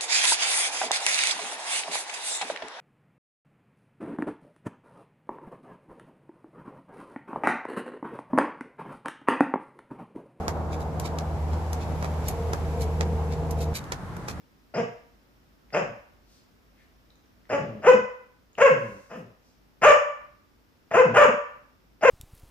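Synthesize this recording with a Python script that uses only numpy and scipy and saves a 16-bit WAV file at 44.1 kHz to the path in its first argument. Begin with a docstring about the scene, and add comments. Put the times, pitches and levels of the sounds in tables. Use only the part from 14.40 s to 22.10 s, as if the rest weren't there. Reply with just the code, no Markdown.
"""A small dog lying on living-room carpet gives muffled woofs, then full barks.
Each call is a sweep in the pitch of its vocal folds, shaped by throat and mouth and mixed with breath.
Most end in a low chesty grumble as the mouth shuts. Its lips smack, it sniffs and its fur rustles.
A far wall returns a clear echo, the room rings for half a second, and a quiet hum and hiss lie below."""
import sys
import numpy as np
from scipy import signal
from scipy.fft import rfft, irfft, next_fast_len
from scipy.io import wavfile
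from scipy.ndimage import uniform_filter1d

SR = 44100
rng = np.random.default_rng(int(sys.argv[2]) if len(sys.argv) > 2 else 0)


def generate_wav(sig):
    """Save sig (samples, or channels by samples) to the path in sys.argv[1] as 16-bit PCM at SR."""
    pcm = np.round(np.clip(np.atleast_2d(sig).T, -1, 1) * 32767).astype(np.int16)
    wavfile.write(sys.argv[1], SR, pcm)


N = 339570
CUTOFF_HZ = 15800   # top edge of the sound

# Woofs and barks: (time [s], climb [s], hold [s],
#   pitch at start / mid climb / top / end of hold [Hz],
#   level at entry / mid climb / late climb / top / one third / two thirds / end of hold [dB],
#   roughness of the hold [0-1], mouth opening [0-1], jaw boost [dB], treble boost [dB], snort [dB])
BARKS = [ (.339, 0.043, 0.026, 115.5, 145, 227.1, 218.4, -33, -28.5, -26, -23.5, -27.5, -27, -32, 0.31, 0.49, -1.5, -1.5, -39),
         (1.325, .048, 0.035, 124.1, 152.5, 186.2, 179.5, -40, -28, -24, -18.5, -26.5, -25.5, -31, 0.34, 0.66, -0.5, 1, -39.5),
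         (3.093, 0.044, 0.057, 114.6, 135.6, 282.2, 303, -34, -29.5, -24, -21, -25, -32, -32.5, .28, 0.63, -2, -2, -45.5),
         (3.416, 0.061, 0.034, 126.8, 240.9, 491.5, 492, -49.5, -28.5, -24, -8.5, -4.5, -7.5, -16, 0.054, 0.74, 2, 0, -54.5),
         (4.176, 0.048, 0.053, 199.7, 397.7, 542.3, 490.2, -29.5, -24, -17.5, -5.5, -16.5, -6.5, -13.5, .04, 0.96, -1.1, 0.4, -55),
         (4.696, .048, 0.018, 141.8, 190.2, 239.7, 275.7, -44.5, -39.5, -40, -38.5, -42.5, -41.5, -43.5, 0.51, 0.6, 3.3, 1, -56),
         (5.415, .045, .057, 200.6, 368.4, 577.4, 578, -29.5, -19, -14, -9.5, -8.5, -9.5, -8, 0.19, 1, 4.5, 5, -45.5),
         (6.508, 0.073, 0.032, 132.8, 328.3, 503, 481, -36.5, -21.5, -21, -11.5, -11.5, -9, -16.5, 0.067, 0.89, .3, -2, -50.5),
         (6.741, 0.042, 0.071, 194.8, 399.9, 584, 480.5, -27, -17, -13.5, -7, -12.5, -10, -14.5, 0.27, 1, 3.5, 0.5, -51),
         (7.61, 0.047, .036, 136.6, 318.4, 524, 474.4, -38.5, -22.5, -22.5, -8, -10.5, -5, -11, 0.04, 0.87, -2.5, -0.7, -47),
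         ]


def barks():
    """The dog pushes each bark out of its mouth, with a snort through its nose."""
    out = np.zeros(N)
    for *shape, jaw_db, treble_db, snort_db in BARKS:
        sound = voice(bark_course(*shape), jaw_db, treble_db)
        out[round(shape[0] * SR):][:len(sound)] += sound + snort(len(sound), snort_db)
    return out


def bark_course(start, climb, hold, start_hz, mid_hz, top_hz, end_hz,
                entry_db, mid_db, late_db, top_db, third_db, two_thirds_db, end_db, rough, mouth):
    """The vocal folds catch roughly, climb to a clearer held note, then let go."""
    top = start + climb
    return [(start, start_hz, entry_db - 12.5, .68, .63),
            (start + .005, start_hz, entry_db, .68, .63),   # the folds catch: a quick step up
            (start + climb / 2, mid_hz, mid_db, .52, mouth),
            (start + .78 * climb, mid_hz + .38 * (top_hz - mid_hz), late_db, max(.42, rough), mouth),
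            (top, top_hz, top_db, rough, mouth),   # the voice locks on the note
            (top + hold / 3, 1.045 * top_hz, third_db, rough, mouth),   # the pitch bows up a little
            (top + 2 * hold / 3, top_hz, two_thirds_db, rough, mouth),
            (top + hold, end_hz, end_db, rough, mouth),
            (top + hold + .016, .7 * end_hz, end_db - 22, .3, .98)]   # pitch and level drop away


# Chesty grumbles once the mouth has shut:
# (time [s], length [s], start pitch [Hz], end pitch [Hz], start level [dB], end level [dB],
#   roughness [0-1])
GRUMBLES = [ (.398, 0.12, 165.4, 101.7, -34.5, -58, 0.32), (1.402, .12, 160, 97.2, -36.5, -50.5, 0.33),
            (3.185, .22, 144.7, 98, -32.5, -45, 0.4), (3.528, 0.1, 205.8, 210.7, -26, -50, 0.46),
            (4.292, .27, 155.3, 95.05, -29, -47.5, .25), (4.755, .125, 200.7, 90, -39.5, -51.5, .1),
            (6.644, 0.086, 153, 105.7, -27, -30.5, 0.35), (6.868, 0.041, 207.2, 206, -29, -59, 0.38), ]


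def grumbles(swell_s=.025, fade_s=.02, mouth=.1):
    """The folds buzz behind a nearly shut mouth: the sound swoops down, swells, then fades."""
    out = np.zeros(N)
    for start, length, start_hz, end_hz, start_db, end_db, rough in GRUMBLES:
        early = start + swell_s + .39 * (length - swell_s)   # most of the change is over by now
        course = [(start, 1.7 * start_hz, start_db - 9.5),
                  (start + swell_s, start_hz, start_db),
                  (early, start_hz + .65 * (end_hz - start_hz), start_db + .65 * (end_db - start_db)),
                  (start + length, end_hz, end_db),
                  (start + length + fade_s, end_hz, end_db - 17)]
        sound = voice([(*point, rough, mouth) for point in course])
        out[round(start * SR):][:len(sound)] += sound
    return out


# How the throat shapes the voice, mouth open and mouth shut: (frequency [Hz], relative level [dB])
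OPEN_MOUTH = [(80, -38.5), (250, -27.5), (400, -13.5), (490, -3.5), (570, 0), (660, -8), (850, -13),
              (1200, -9), (1500, -13.5), (1800, -17.5), (2200, -20), (2750, -20.5), (3300, -43),
              (4200, -66.5), (5200, -43), (6000, -49.5), (6800, -37.5), (8200, -58), (15000, -72.5)]
SHUT_MOUTH = [(60, -11.5), (140, 7.5), (300, -8), (560, -12.5), (900, -31), (1450, -43.5), (3000, -39.5),
              (4200, -50.5), (5500, -38.5), (8200, -65), (15000, -75.5)]


def voice(course, jaw_db=0, treble_db=0, jitter=.1, shimmer_db=5.5, breath_db=-23.5, lift=.21):
    """Buzzing vocal folds and puffs of rushing air, both shaped by the throat."""
    # course: (time [s], pitch [Hz], level [dB], roughness [0-1], mouth opening [0-1])
    times, *columns = np.transpose(course)
    t = np.arange(round(times[0] * SR), min(round(times[-1] * SR), N)) / SR
    pitch_hz, level_db, rough, mouth = [np.interp(t, times, column) for column in columns]
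    short = np.exp(-((t - t[0]) / .035) ** 2)   # the throat starts short, ringing higher, then stretches
    shaky_hz = pitch_hz * (1 + jitter * rough * wobble(90, len(t)))
    phase = 2 * np.pi * np.cumsum(shaky_hz) / SR
    harmonic = np.arange(1, 41)[:, None]   # whole multiples of the pitch
    step = 16   # samples between updates of the throat shape
    hz, opening = harmonic * pitch_hz[::step], mouth[::step]
    open_db = at_hz(OPEN_MOUTH, hz / (1 + lift * short[::step] * (hz < 2200)))
    open_db += effort_db(hz, jaw_db, treble_db)
    gains = amp(opening * open_db + (1 - opening) * at_hz(SHUT_MOUTH, hz)) * (hz < CUTOFF_HZ)
    gains /= np.sqrt(np.sum(gains ** 2, axis=0) / 2)
    gains = np.repeat(gains, step, axis=1)[:, :len(t)]
    smear = rng.uniform(-2.22, 2.0, harmonic.shape)   # the throat rings on, so harmonics peak apart
    buzz = np.sum(gains * np.sin(harmonic * phase + smear), axis=0)
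    # rushing air is brighter than the folds, by 4 dB an octave
    hiss = [(f, db + 4 * np.log2(f / 500) + effort_db(f, jaw_db, treble_db)) for f, db in OPEN_MOUTH]
    lifted_hiss = sorted((f * (1 + lift * (f < 2000)), db) for f, db in hiss)
    open_air = np.sqrt(short) * shaped_noise(lifted_hiss, len(t))
    open_air += np.sqrt(1 - short) * shaped_noise(hiss, len(t))
    air = mouth * open_air + .88 * (1 - mouth) * shaped_noise(SHUT_MOUTH, len(t))
    puffs = 1 + .5 * np.cos(phase)   # more air passes while the folds are apart
    breath = (rough + amp(breath_db)) * puffs * air
    flutter = amp(shimmer_db * rough * wobble(36, len(t)))
    return amp(level_db) * flutter * (np.sqrt(1 - rough ** 2) * buzz + breath)


def effort_db(hz, jaw_db, treble_db, jaw_hz=1150, treble_hz=2000):
    """A wide jaw rings in the middle range, and a hard push brightens the treble."""
    jaw = jaw_db * np.exp(-(np.log(hz / jaw_hz) / .3) ** 2)
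    return jaw + treble_db / (1 + (treble_hz / hz) ** 4)


def snort(size, db, nose_hz=5320, width_hz=510, flare_s=.0089, rise_s=.0099, fall_s=.02):
    """A burst of air rings in the nostrils, rising in pitch as they flare."""
    t = np.arange(size) / SR
    centre_hz = nose_hz * (1 - .12 * np.exp(-t / flare_s))
    phase = 2 * np.pi * np.cumsum(centre_hz) / SR
    smooth = signal.butter(2, width_hz / 2, fs=SR, output="sos")
    drift = signal.sosfilt(smooth, rng.standard_normal((2, size)))
    air = unit_level(drift[0] * np.cos(phase) + drift[1] * np.sin(phase))
    return amp(db) * (1 - np.exp(-t / rise_s)) * np.exp(-t / fall_s) * air


# Lips and tongue smacking: (time [s], level [dB], pitch [Hz])
SMACKS = [(1.304, -33, 2040), (2.704, -35, 3870), (2.757, -44.5, 6500), (2.8394, -57, 3280),
          (2.8594, -50, 5830), (3.054, -32, 1940), (3.786, -54, 1470), (4.131, -43, 6870),
          (4.1525, -27.5, 2840), (4.6592, -36.5, 1660)]


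def smacks(rise_s=.0014, ring_s=.005):
    """Wet clicks: the hollow of the mouth rings briefly, with noise on top."""
    out, t = np.zeros(N), np.arange(1500) / SR
    for start, db, hz in SMACKS:
        ring = np.sin(2 * np.pi * hz * t) * np.minimum(t / rise_s, 1)
        wetness = .81 + .5 * wobble(900, len(t))
        out[round(start * SR):][:len(t)] += amp(db - 60 * t / ring_s) * ring * wetness
    return out


# Sniffs, and fur rustling as the dog turns its head:
# (peak time [s], length [s], level [dB], centre [Hz], width each way [share of centre])
SOFT_HISSES = [(1.945, 0.15, -66.5, 4900, .25), (2.407, 0.093, -67, 1990, 0.2),
               (4.48, 0.5, -65, 6100, 0.22), (4.774, 0.09, -70, 8960, .5), (5.081, 0.12, -71.5, 5400, 0.14)]


def soft_hisses():
    """Sniffs and fur rustle, each a band of hiss that swells and fades."""
    out, t = np.zeros(N), np.arange(-SR // 3, SR // 3) / SR
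    for peak_s, length, db, hz, width in SOFT_HISSES:
        band = signal.butter(1, [hz * (1 - width), hz * (1 + width)], "band", fs=SR, output="sos")
        hiss = unit_level(signal.sosfilt(band, rng.standard_normal(len(t))))
        swell = np.exp(-(2 * t / length) ** 2)
        out[round(peak_s * SR) - SR // 3:][:len(t)] += amp(db) * swell * hiss
    return out


# The room's ringing: (frequency [Hz], time to fade by 60 dB [s], level [dB])
ROOM_RING = [(60, .5, -25), (170, 0.31, -19.5), (300, 0.26, -16.5), (490, 0.46, -2.5), (960, 0.57, -1),
             (1760, 0.57, 0), (2800, 0.57, -2), (5400, .46, 0.5), (10100, 0.14, -4.5), (16190, .35, -8.5)]
# Bounces off the walls: (left delay [s], left level [dB], right delay [s], right level [dB])
WALL_ECHOES = [(.0045, -12, .0048, -9), (.018, -11, .0176, -14), (.034, -13, .0344, -13),
               (.051, -6, .0513, -7), (.085, -14, .0846, -15)]


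def living_room(sound, build_up_s=.0056, wall_cut_hz=3900, pan_db=2, right_lag_s=.00007):
    """Sound arrives directly, then as wall echoes and a ringing that dies away band by band."""
    hz, noise = stereo_noise(SR)
    t, response = np.arange(SR) / SR, np.zeros((2, SR))
    for centre_hz, ring_s, db in ROOM_RING:
        share = at_hz([(f, f == centre_hz) for f, *_ in ROOM_RING], hz)   # the bands add up to 1
        fade = amp(-60 * t / ring_s) * (1 - np.exp(-t / build_up_s))
        response += amp(db) * irfft(noise * share, SR) * fade / np.sqrt(np.sum(fade ** 2))
    echoes = np.zeros((2, SR))
    for left_s, left_db, right_s, right_db in WALL_ECHOES:
        echoes[0, round(left_s * SR)] = amp(left_db)
        echoes[1, round(right_s * SR)] = amp(right_db)
    # furnished walls return little treble
    response += signal.lfilter(*signal.butter(1, wall_cut_hz, fs=SR), echoes)
    response[0, 0] += amp(pan_db / 2)   # the direct sound is earlier and louder on the left
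    response[1, round(right_lag_s * SR)] += amp(-pan_db / 2)
    return signal.fftconvolve(sound[None], response, axes=1)[:, :N]


# The room's steady rumble and hiss: (frequency [Hz], relative level [dB])
ROOM_HISS = [(20, -20), (35, -19.5), (50, -0.5), (65, -5), (160, -8.5), (250, -6), (400, -13), (700, -18.5),
             (1300, -19), (3000, -26.5), (4500, -29.5), (5400, -27), (6000, -32), (9000, -41),
             (12500, -35.5), (15600, -35.5)]


def room_tone(hiss_db=-61, hum_hz=50, hum_db=-69.5):
    """Steady hiss and rumble, with a wavering hum from the mains power."""
    size = next_fast_len(N)
    hz, noise = stereo_noise(size)
    hiss = unit_level(irfft(noise * amp(at_hz(ROOM_HISS, hz)), size)[:, :N])
    hum = np.sqrt(2) * np.sin(2 * np.pi * hum_hz * np.arange(N) / SR)
    return amp(hiss_db) * hiss + amp(hum_db + 2.7 * wobble(3, N)) * hum


# How alike the room sounds on the left and right: (frequency [Hz], likeness [-1 to 1])
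LIKENESS = [(50, 1), (300, 0.0097), (600, 0.65), (1000, -0.16), (2600, -0.06), (15000, 0.65)]


def stereo_noise(size):
    """Frequencies and spectra of left and right noise, most alike in the deep bass."""
    hz = np.fft.rfftfreq(size, 1 / SR)
    alike = at_hz(LIKENESS, hz)
    mid, side = rfft(rng.standard_normal((2, size))) * np.sqrt([(1 + alike) / 2, (1 - alike) / 2])
    return hz, np.array([mid + side, mid - side])


def shaped_noise(spectrum, size):
    """Noise whose tone follows (frequency [Hz], relative level [dB]) points."""
    padded = next_fast_len(size + 2048)
    gains = amp(at_hz(spectrum, np.fft.rfftfreq(padded, 1 / SR)))
    return unit_level(irfft(rfft(rng.standard_normal(padded)) * gains, padded)[:size])


def wobble(hz, size):
    """A random wander of typical size 1, mostly slower than hz."""
    pole = np.exp(-2 * np.pi * hz / SR)
    wander = signal.lfilter([1], [1, -2 * pole, pole * pole], rng.standard_normal(size + 2000))
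    return unit_level(wander[2000:])


def at_hz(points, hz):
    """Read between a table's rows, with octaves evenly spaced."""
    frequencies, values = np.transpose(points)
    return np.interp(np.log(np.maximum(hz, 1)), np.log(frequencies), values)


def unit_level(x):
    """Scale a signal to an average power of 1."""
    return x / np.sqrt(np.mean(x ** 2) + 1e-20)


def amp(db):
    """Turn decibels into a multiplier."""
    return 10 ** (np.asarray(db) / 20)


def scene(low_cut_hz=83):
    """The dog in the room, over hum and hiss; the deepest bass is cut from its calls."""
    bass_cut = signal.butter(4, low_cut_hz, "high", fs=SR, output="sos")
    calls = signal.sosfilt(bass_cut, barks() + grumbles())
    return living_room(calls + smacks() + soft_hisses()) + room_tone()


def record(dry, loud_db=-24, squeeze=.11, recover_db_per_s=1):
    """The volume dips on loud calls and creeps back; peaks are rounded and the highest treble is cut."""
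    level_db = 10 * np.log10(uniform_filter1d(np.mean(dry ** 2, axis=0), size=441) + 1e-12)
    recovery = recover_db_per_s * np.arange(N) / SR
    cut_db = np.maximum.accumulate(squeeze * np.maximum(level_db - loud_db, 0) + recovery) - recovery
    evened = dry * amp(-uniform_filter1d(cut_db, size=441))
    rounded = 1.15 * np.tanh(evened / 1.15)
    return signal.sosfilt(signal.cheby2(20, 60, CUTOFF_HZ, fs=SR, output="sos"), rounded)


dry = scene()
out = record(dry)
generate_wav(out)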